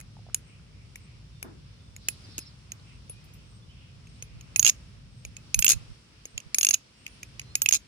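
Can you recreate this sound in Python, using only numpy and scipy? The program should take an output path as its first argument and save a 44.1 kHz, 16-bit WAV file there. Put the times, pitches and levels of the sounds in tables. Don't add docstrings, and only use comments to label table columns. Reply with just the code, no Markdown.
import sys
import numpy as np
from scipy import signal
from scipy.fft import rfft, irfft, next_fast_len
from scipy.io import wavfile
from scipy.ndimage import uniform_filter1d

SR = 44100
rng = np.random.default_rng(int(sys.argv[2]) if len(sys.argv) > 2 else 0)


def dump_mix(stems):
    frames = np.atleast_2d(stems).T
    limited = np.clip(frames, -1, 1)
    pcm = np.round(limited * 32767).astype(np.int16)
    wavfile.write(sys.argv[1], SR, pcm)


N = 347067

# (time [s], rumble level [dB], hiss level [dB])
AIR_LEVELS = [(0.0, -51.5, -64.5), (0.55, -52.5, -64.5), (1.36, -52, -65.5), (1.99, -52, -64),
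              (2.25, -51, -59.5), (2.55, -54, -64), (3.15, -51, -63.5), (3.7, -52, -65), (4.36, -49.5, -64),
              (4.69, -50.5, -59), (5.1, -51, -66.5), (5.72, -51, -57.5), (6.05, -59, -64),
              (6.53, -63, -61.5), (6.93, -64.5, -64), (7.15, -55.5, -61.5), (7.43, -50, -62),
              (7.87, -61, -63)]
# (frequency [Hz], density [dB per Hz])
RUMBLE_SPECTRUM = [(25, -53), (40, -9), (55, 5.5), (75, -2), (105, 4), (150, -1), (210, -10.5), (300, -24),
                   (500, -27), (800, -39)]
HISS_SPECTRUM = [(200, 9.5), (400, 0.5), (750, -7), (1300, -4), (1700, -7), (2700, -3.5), (4000, -6.5),
                 (5400, -4), (6500, -14), (9800, -15), (11500, -32), (16000, -33)]
# (time [s], length [s], first pitch [Hz], last pitch [Hz], level [dB])
BIRD_WHISTLES = [(1.306, 0.21, 3640, 3540, -69), (1.7, 0.29, 3620, 3480, -72),
                 (2.23, 0.039, 4920, 4760, -58), (2.292, 0.043, 4880, 5640, -56),
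                 (2.399, 0.048, 5300, 4950, -55), (2.446, 0.057, 5770, 4880, -56.5),
                 (3.11, 0.12, 2380, 2530, -63.5), (3.24, .12, 2500, 2490, -68.5),
                 (3.62, 0.033, 3430, 3570, -62), (3.68, 0.058, 2900, 3200, -60),
                 (7.004, 0.2, 8560, 9660, -68), (7.25, .06, 9100, 8700, -74),
                 (7.44, 0.13, 4070, 4250, -60.5)]
# (time [s], length [s], level [dB])
INSECT_BUZZES = [(0.424, 0.15, -69.5), (0.99, 0.093, -70), (1.798, 0.14, -76), (2.83, 0.19, -75),
                 (3.44, 0.17, -69.5), (4.038, 0.19, -71.5), (5.08, 0.24, -72.5), (6.22, .15, -71.5),
                 (6.953, .12, -70)]
INSECT_HZ, INSECT_WIDTH_HZ = 8270, 71
# (time [s], length [s], centre [Hz], level [dB])
BLURRED_CALLS = [(0.417, 0.2, 2560, -64), (0.715, 0.2, 2390, -68), (.9, 0.34, 2420, -66),
                 (1.976, 0.23, 4500, -58), (2.217, 0.35, 4370, -58), (2.829, 0.17, 2600, -62),
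                 (3.302, 0.21, 2780, -66), (3.659, 0.32, 2820, -63.5), (4.052, 0.56, 2470, -66.5),
                 (6.307, 0.19, 2600, -75), (6.899, 0.39, 2700, -67)]
BLUR_WIDTH = 0.17
THUMP_S, THUMP_DB, THUMP_T60_S = 1.438, -47, 0.52
# (time [s], length [s], level [dB])
AIR_PUFFS = [(4.301, 0.12, -50), (5.24, 0.075, -48), (5.548, 0.068, -30.5), (5.668, 0.096, -44.5),
             (5.736, .05, -33), (5.793, 0.063, -47), (5.878, 0.063, -44), (6.34, 0.042, -44),
             (6.45, 0.041, -47.5)]
PUFF_HZ = 83
BACK_PORT = -0.38
# (time [s], level [dB], pitch [Hz], t60 [s])
FINGER_TAPS = [(.168, -45.5, 855, .02), (.191, -50, 750, 0.022), (.266, -47, 706, 0.022),
               (.288, -43.5, 680, 0.015), (0.298, -46.5, 1330, 0.01), (0.596, -55, 1410, .015),
               (2.289, -41.5, 296, 0.018), (2.385, -34, 292, 0.022), (2.798, -48, 4150, .008),
               (3.099, -42, 500, 0.014), (4.224, -47, 480, 0.019), (5.251, -44, 490, 0.016),
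               (6.255, -42.5, 480, 0.016)]
# (time [s], length [s], level [dB])
HANDLE_SHUDDERS = [(4.664, 0.042, -22), (5.691, 0.052, -21), (5.726, 0.022, -37), (6.726, 0.029, -30),
                   (7.721, 0.056, -22.5)]
SHUDDER_RATE = 1000
# (time [s], clack level [dB], knock pitch [Hz],
# then levels above the clack [dB] of knock, edge, knock ring, blade ring and handle ring,
# left minus right [dB])
KNIFE_BLOWS = [(0.0027, -43.5, 2490, 1, 2.5, -30, -15, -32, -7),
               (0.0122, -49, 2120, 6, 5.5, -7, -15, -26, 5),
               (0.3462, -16, 2740, -11, 0.5, -28, -26, -29, -1.5),
               (0.3474, -20, 2950, -9, -9, -42, -20, -30, -1),
               (0.9582, -40.5, 2270, 9, 2, -16, -16, -18, 1),
               (1.4283, -36.5, 2390, 7.5, 8, -21, -16, -16, 4.5),
               (1.9646, -38.5, 2240, 0, -2, -30, -26, -40, -2),
               (2.0865, -18.5, 2550, 2, 3.5, -24, -15.5, -28, -2.5),
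               (2.3819, -23, 2780, -10.5, -4, -23, -30, -29, 0), (2.39, -29, 2610, -9, 0, -24, -16, -34, 2),
               (2.72, -28.5, 2480, -5.5, -6.5, -39, -42, -28, -4.5),
               (3.0967, -49, 2800, 4, 0, -9, 11.5, -26, 3.5), (3.243, -60, 2220, 1, 3, 1, 1, 0, 2),
               (3.338, -57.5, 2560, -6, 5, -16, 0, 3, 2), (4.072, -54.5, 2650, 8, -6, -16.5, -31, -41, 0),
               (4.2249, -30, 2600, -6, -6, -18, -23, -26, -0.5),
               (4.411, -40.5, 2590, 0.5, -6, -23, -43, -25, -2),
               (4.5615, -12.5, 2550, -2, -5.5, -31, -20, -20.5, -4.5),
               (4.5958, -3.5, 2780, -24, -14.5, -49.5, -37, -21, -7.5),
               (4.6287, -14, 2610, -6.5, -5, -46, -43, -32, -7),
               (4.6486, -6, 2750, -10.5, -20, -34.5, -30, -29, -10),
               (4.6566, -9, 2490, -7, -16, -31, -24, -18, 2),
               (4.6655, -10, 2775, 1, -11, -26, -34, -35, -15),
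               (4.6762, -14.5, 2820, -2, -9.5, -28.5, -23.5, -22, -13),
               (4.6818, -10, 2770, -21.5, -7, -21, -42, -35, 11),
               (4.692, -14.5, 2720, -7, -12, -29, -25, -32, -9.5),
               (4.6967, -5.5, 2340, -15, -11, -26.5, -35, -29.5, -2),
               (5.2513, -31, 2420, 0, -8, -30.5, -22, -37, -3),
               (5.368, -32, 2620, -2.5, -10.5, -16, -43, -36, -4.5),
               (5.5449, -11, 2530, -3, -6, -28, -22, -25, -2),
               (5.5916, -14.5, 2580, -3, 1.5, -35.5, -20, -7, -5),
               (5.6251, -15, 2710, -0.5, -4.5, -31.5, -47, -42, -6.5),
               (5.646, -11.5, 2620, -4, 1.5, -42.5, -22, -2, 0.5),
               (5.666, -13, 2680, 1, -7, -27.5, -51, -33, -6.5),
               (5.681, -8, 2820, -6.5, -7.5, -34, -47, -38, -4),
               (5.692, -10.5, 2490, -11, 0, -32, -31.5, -31, 11.5),
               (5.7003, -15, 2900, -9.5, -2, -28.5, -17, -24.5, -14),
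               (5.707, -12, 2500, -15, -7, -32.5, -23, -22, 10),
               (5.7132, -15.5, 2600, -27, -8, -25, -26.5, -20, 6),
               (5.7191, -16.5, 2550, -11, 1.5, -28.5, -26, -31, 15),
               (5.734, -24, 2400, -16, -1, -15.5, -41, -33, -8.5),
               (6.2552, -30.5, 2480, -4, -5.5, -43.5, -24, -36, 2),
               (6.379, -22.5, 2640, 1, -11, -39, -43, -43, -5),
               (6.403, -40, 2830, 1, -8, -24, -35, -37, -4),
               (6.5465, -12.5, 2380, -5, -4.5, -30, -19, -34, 0),
               (6.5853, -10.5, 2545, -9.5, -0.5, -48, -15, -15.5, -2.5),
               (6.6115, -14.5, 2740, -4.5, -8, -33, -24, -20.5, 5),
               (6.6313, -13, 2800, -7.5, -5, -36.5, -34, -31, -10),
               (6.6488, -11, 2596, -5, -2, -25.5, -21, -20.5, 2),
               (6.6688, -10, 2780, -5, -9, -41, -35, -47, -1),
               (6.6889, -11, 2760, -7, -4.5, -46, -21.5, -24, 4),
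               (6.7099, -10, 2670, -8, -8, -48.5, -30, -43, -5),
               (6.7391, -21, 2400, -19.5, -18, -28, -17, -25, -19),
               (6.7433, -8, 2890, -10.5, -9, -23.5, -34, -30.5, -5.5),
               (7.0659, -38, 2550, 11, -3, -32.5, -35, -39, 1),
               (7.0795, -47, 2340, 8, -2, -10, -24, -33, -4),
               (7.232, -35, 2400, 7.5, -2.5, -18, -22, -35, -1),
               (7.3964, -27.5, 2470, 2, -7.5, -40.5, -31, -38, -1.5),
               (7.417, -40.5, 2280, 2.5, -11, -18.5, -28, -42, -4),
               (7.5545, -9.5, 2420, -7, -7, -23, -30, -27, -1),
               (7.6193, -14.5, 2960, -7, 2, -39, -37, -4.5, -1.5),
               (7.661, -16.5, 2620, 5.5, -3, -12, -31, -39, -5),
               (7.689, -8.5, 2860, -5.5, -7.5, -50, -43, -26, -4),
               (7.711, -23.5, 2400, 1, 1, -30, -36, -24, 2),
               (7.7255, -12, 2770, -8, -12, -31, -29, -40, -15.5),
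               (7.737, -12.5, 2660, -9, -14, -20, -29, -34, -12),
               (7.7455, -15.5, 2680, -6, -6, -30, -22, -25, 7.5),
               (7.7519, -15, 2600, -15, -7, -22.5, -31, -26, 3)]
MODE_FAMILIES = ["clack", "knock", "knock ring", "thud", "crack", "edge", "blade ring", "handle ring"]
# (family, frequency [Hz], level [dB], t60 [s])
KNIFE_MODES = [("clack", 6600, 0, .015), ("clack", 6250, -7.5, 0.01), ("clack", 7050, -5.5, 0.0092),
               ("knock", 2585, 0, 0.013), ("knock", 2240, -4.5, 0.0058), ("knock", 3073, -6, 0.0067),
               ("thud", 330, -5, 0.023), ("thud", 550, -4, 0.0069), ("thud", 900, -5.5, 0.0046),
               ("thud", 1250, -2, 0.012), ("thud", 1677, 2.5, 0.0059), ("crack", 3624, -7.5, 0.0071),
               ("crack", 4100, -7, 0.0071), ("crack", 4600, -4.5, 0.007), ("crack", 5150, -1.6, .011),
               ("crack", 5650, -0.5, .007), ("edge", 7700, -3.5, .007), ("edge", 8500, -7.5, 0.0058),
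               ("edge", 9300, -5.5, 0.0048), ("edge", 10600, -9, 0.0037), ("edge", 11350, -1.2, 0.011),
               ("edge", 11000, -8, 0.005), ("edge", 13200, -13, .005), ("edge", 14600, -12, .006),
               ("edge", 15500, -19.5, 0.015), ("clack", 6640, -32, .06)]
# (family, frequency [Hz], level [dB], t60 [s])
KNIFE_RINGS = [("knock ring", 2560, 1, .09), ("blade ring", 10150, 5, .1), ("blade ring", 9860, -1, .09),
               ("handle ring", 13730, 3, .065), ("handle ring", 14080, -3, .11)]
# (level above the clack [dB], then slopes [dB per dB] on clack, knock and edge level)
THUD_LEVEL_RULE = (-16.5, -.22, 0.1, 1.42)
CRACK_LEVEL_RULE = (-3, 0.05, 0.32, 0.2)
CLACK_SPREAD_HZ, SCATTER_DB = 450, 6
SWELL_LEAD_S, SWELL_S = 0.0017, 0.0016
MUTE_DB, PORT_LAG_S = -16, 0.00023
FIRM_HZ, FIRM_TURNS, FIRM_TURNS_PER_HZ = 9000, -.77, .000102
SCRAPE_DB, SCRAPE_HZ, SCRAPE_WIDTH_HZ, SCRAPE_T60_S = -18, 3900, 2340, 0.0089
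WASH_DB, WASH_T60_S = -29, .013
TOP_HZ = 16900


def undb(db):
    return 10 ** (np.asarray(db) / 20)


def add(out, s, sound):
    i = int(s * SR)
    out[:, i:i + sound.shape[1]] += sound[:, :N - i]


def fade(t, t60_s):
    return np.exp(-np.log(1000) * t / t60_s)


def walk(rate):
    hold = int(SR / rate)
    steps = np.repeat(rng.standard_normal(N // hold + 1), hold)
    return 0.49 * uniform_filter1d(uniform_filter1d(steps, hold), hold)[:N]


def band(hz, width_hz, size=N):
    f = np.arange(size // 2 + 1) * SR / size
    bell = np.exp(-.5 * ((f - hz) / width_hz) ** 2)
    noise = irfft(rfft(rng.standard_normal((2, size))) * bell, size)
    return noise / np.sqrt(np.mean(noise ** 2))


def air(spectrum, alike_hz, flicker_db):
    size = next_fast_len(N)
    f = np.maximum(np.arange(size // 2 + 1) * SR / size, 1)
    hz, db = np.transpose(spectrum)
    shape = undb(np.interp(np.log(f), np.log(hz), db, left=-80))
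    mid, side = rfft(rng.standard_normal((2, size))) * shape
    side = side * np.clip(f / alike_hz, .3, 1.05)
    ports = np.array([mid + side, mid - side])
    out = 0
    for octave in np.arange(np.floor(np.log2(hz[0])), np.log2(hz[-1]) + 1):
        part = np.cos(np.pi / 2 * np.clip(np.log2(f) - octave, -1, 1)) ** 2
        out = out + irfft(ports * part, size)[:, :N] * undb(flicker_db * walk(9))
    return out / np.sqrt(np.mean(out.mean(0) ** 2))


def rumble_and_hiss():
    s, *columns = np.transpose(AIR_LEVELS)
    rumble_db, hiss_db = (np.interp(np.arange(N) / SR, s, column) for column in columns)
    rumble = air(RUMBLE_SPECTRUM, 600, flicker_db=2.0) * undb(rumble_db)
    hiss = air(HISS_SPECTRUM, 600, flicker_db=2.5) * undb(hiss_db)
    return rumble + hiss


def blurred_calls():
    out = np.zeros((2, N))
    for s, length_s, hz, db in BLURRED_CALLS:
        size = int(length_s * SR)
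        noise = band(hz, BLUR_WIDTH * hz, size=32768)[:, :size]
        add(out, s, undb(db) * noise * np.hanning(size) ** .5)
    return out


def wildlife():
    out = np.zeros((2, N))
    for s, length_s, first_hz, last_hz, db in BIRD_WHISTLES:
        size = int(length_s * SR)
        phase = np.cumsum(np.linspace(first_hz, last_hz, size)) * 2 * np.pi / SR
        whistle = np.sin(phase + np.array([[1.5], [0]])) * np.array([[1.1], [1.9]])
        add(out, s, undb(db) * np.hanning(size) ** .5 * whistle)
    out = out * undb(-1.5 + 8.2 * walk(90))
    buzz = band(INSECT_HZ, INSECT_WIDTH_HZ, size=next_fast_len(N))
    for s, length_s, db in INSECT_BUZZES:
        size, i = int(length_s * SR), int(s * SR)
        add(out, s, undb(db) * np.hanning(size) ** .5 * buzz[:, i:i + size])
    return out


def thump():
    out, t = np.zeros((2, N)), np.arange(20000) / SR
    low = band(300, 100, size=20000) * fade(t, THUMP_T60_S)
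    high = band(770, 800, size=20000) * fade(t, 0.72 * THUMP_T60_S) * undb(-2.5)
    add(out, THUMP_S, undb(THUMP_DB) * (low + high) * np.minimum(t / 0.0055, 1))
    return out


def puffs():
    out = np.zeros((2, N))
    for s, length_s, db in AIR_PUFFS:
        size = int(length_s * SR)
        buffet = band(PUFF_HZ, 0.83 * PUFF_HZ, size=8192)[0, :size] * np.hanning(size) ** 0.47
        buffet = buffet / np.sqrt(np.mean(buffet ** 2))
        add(out, s, undb(db) * buffet * np.array([[BACK_PORT], [1]]))
    return out


def fingers():
    out, t = np.zeros((2, N)), np.arange(3000) / SR
    for s, db, hz, t60_s in FINGER_TAPS:
        tap = np.sin(2 * np.pi * hz * t) * fade(t, t60_s)
        add(out, s, undb(db) * tap * np.array([[.8], [1.2]]))
    return out


def shudder():
    taps, t = np.zeros((2, N)), np.arange(900) / SR
    for s, length_s, db in HANDLE_SHUDDERS:
        draw = rng.random((3, int(length_s * SR)))
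        sizes = (draw[0] < SHUDDER_RATE / SR) * undb(-12 * draw[1:]) * np.array([[.7], [1.2]])
        add(taps, s, undb(db) * sizes * np.cos(np.linspace(-1.2, np.pi / 2, draw.shape[1])))
    above_db = {"clack": 0, "knock": -8, "thud": -22, "crack": -6, "edge": -7}
    ring = np.zeros((2, len(t)))
    for family, hz, db, t60_s in KNIFE_MODES:
        tone = np.sin(2 * np.pi * (hz * t + rng.random((2, 1))))
        ring += undb(db + above_db[family]) * tone * fade(t, t60_s)
    return signal.fftconvolve(taps, ring, axes=1)[:, :N]


def knife():
    out, t = np.zeros((2, N)), np.arange(5000) / SR
    modes = KNIFE_MODES + KNIFE_RINGS
    group = np.array([MODE_FAMILIES.index(mode[0]) for mode in modes])
    hz, db, t60_s = np.transpose([mode[1:] for mode in modes])
    clack, knock, thud = (group == MODE_FAMILIES.index(name) for name in ("clack", "knock", "thud"))
    chance = rng.random((len(KNIFE_BLOWS), 4, len(hz)))
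    times = [blow[0] for blow in KNIFE_BLOWS]
    stops = np.sort(times + [s + length_s for s, length_s, _ in HANDLE_SHUDDERS] + [np.inf])
    nexts = stops[np.searchsorted(stops, times, side="right")]
    grit = band(SCRAPE_HZ, SCRAPE_WIDTH_HZ, size=65536)
    for blow, following, draw in zip(KNIFE_BLOWS, nexts, chance):
        s, clack_db, knock_hz, knock_db, edge_db, low_db, blade_db, handle_db, pan_db = blow
        pitch_draw, level_draw, phase_draw, step_draw = draw
        balance_db = np.array([[pan_db], [-pan_db]]) / 2

        pitch = hz * (1 + 0.0006 * (pitch_draw - .5) / t60_s)
        pitch[clack] = hz[clack] + CLACK_SPREAD_HZ * (pitch_draw[0] - .5)
        pitch[knock] = hz[knock] * knock_hz / hz[knock][0]

        rules = [THUD_LEVEL_RULE, CRACK_LEVEL_RULE]
        thud_db, crack_db = np.dot(rules, [1, clack_db, knock_db, edge_db])
        above_db = np.array([0, knock_db, low_db, thud_db, crack_db, edge_db, blade_db, handle_db])
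        gain = undb(clack_db + db + above_db[group] + SCATTER_DB * (level_draw - 1))

        firm_step = FIRM_TURNS + FIRM_TURNS_PER_HZ * pitch + 0.05 * (step_draw - .5)
        step = np.where(pitch > FIRM_HZ, firm_step, step_draw)
        turns = phase_draw + np.array([step, 0 * step])
        ports = gain * np.exp(2j * np.pi * turns) * undb(balance_db)
        lagged = ports[0] * np.exp(PORT_LAG_S * np.log(1000) / t60_s)
        ports[0] = np.where(thud, BACK_PORT * ports[1], lagged)
        ringing = np.exp(2j * np.pi * pitch[:, None] * t) * fade(t - SWELL_LEAD_S, t60_s[:, None])
        sound = np.imag(ports @ ringing)

        i = int(level_draw[0] * (grit.shape[1] - len(t)))
        scrape = grit[:, i:i + len(t)] * fade(t - SWELL_LEAD_S, SCRAPE_T60_S)
        sound += scrape * undb(clack_db + SCRAPE_DB + balance_db)
        since_start = np.maximum(t - np.array([[PORT_LAG_S], [0]]), 0)
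        swell = 1 - np.exp(-(since_start / SWELL_S) ** 2)
        mute = np.where(t > following - s + SWELL_LEAD_S, undb(MUTE_DB), 1)
        add(out, max(s - SWELL_LEAD_S, 0), sound * swell * mute)
    return out


def wash(metal):
    t = np.arange(4000) / SR
    near = undb(WASH_DB) * fade(t, WASH_T60_S)
    far = undb(-48.5) * fade(t, 0.13)
    echoes = rng.standard_normal((2, len(t))) * (near + far)
    return signal.fftconvolve(metal, echoes, axes=1)[:, :N]


def scene():
    background = rumble_and_hiss() + blurred_calls() + wildlife() + thump()
    hand = puffs() + fingers()
    metal = shudder() + knife()
    return background + hand + metal + wash(metal)


def record(dry):
    rounded = np.tanh(1.265 * dry) / 1.035
    top_cut = signal.ellip(12, .2, 100, TOP_HZ, fs=SR, output="sos")
    return signal.sosfilt(top_cut, rounded)


dry = scene()
out = record(dry)
dump_mix(out)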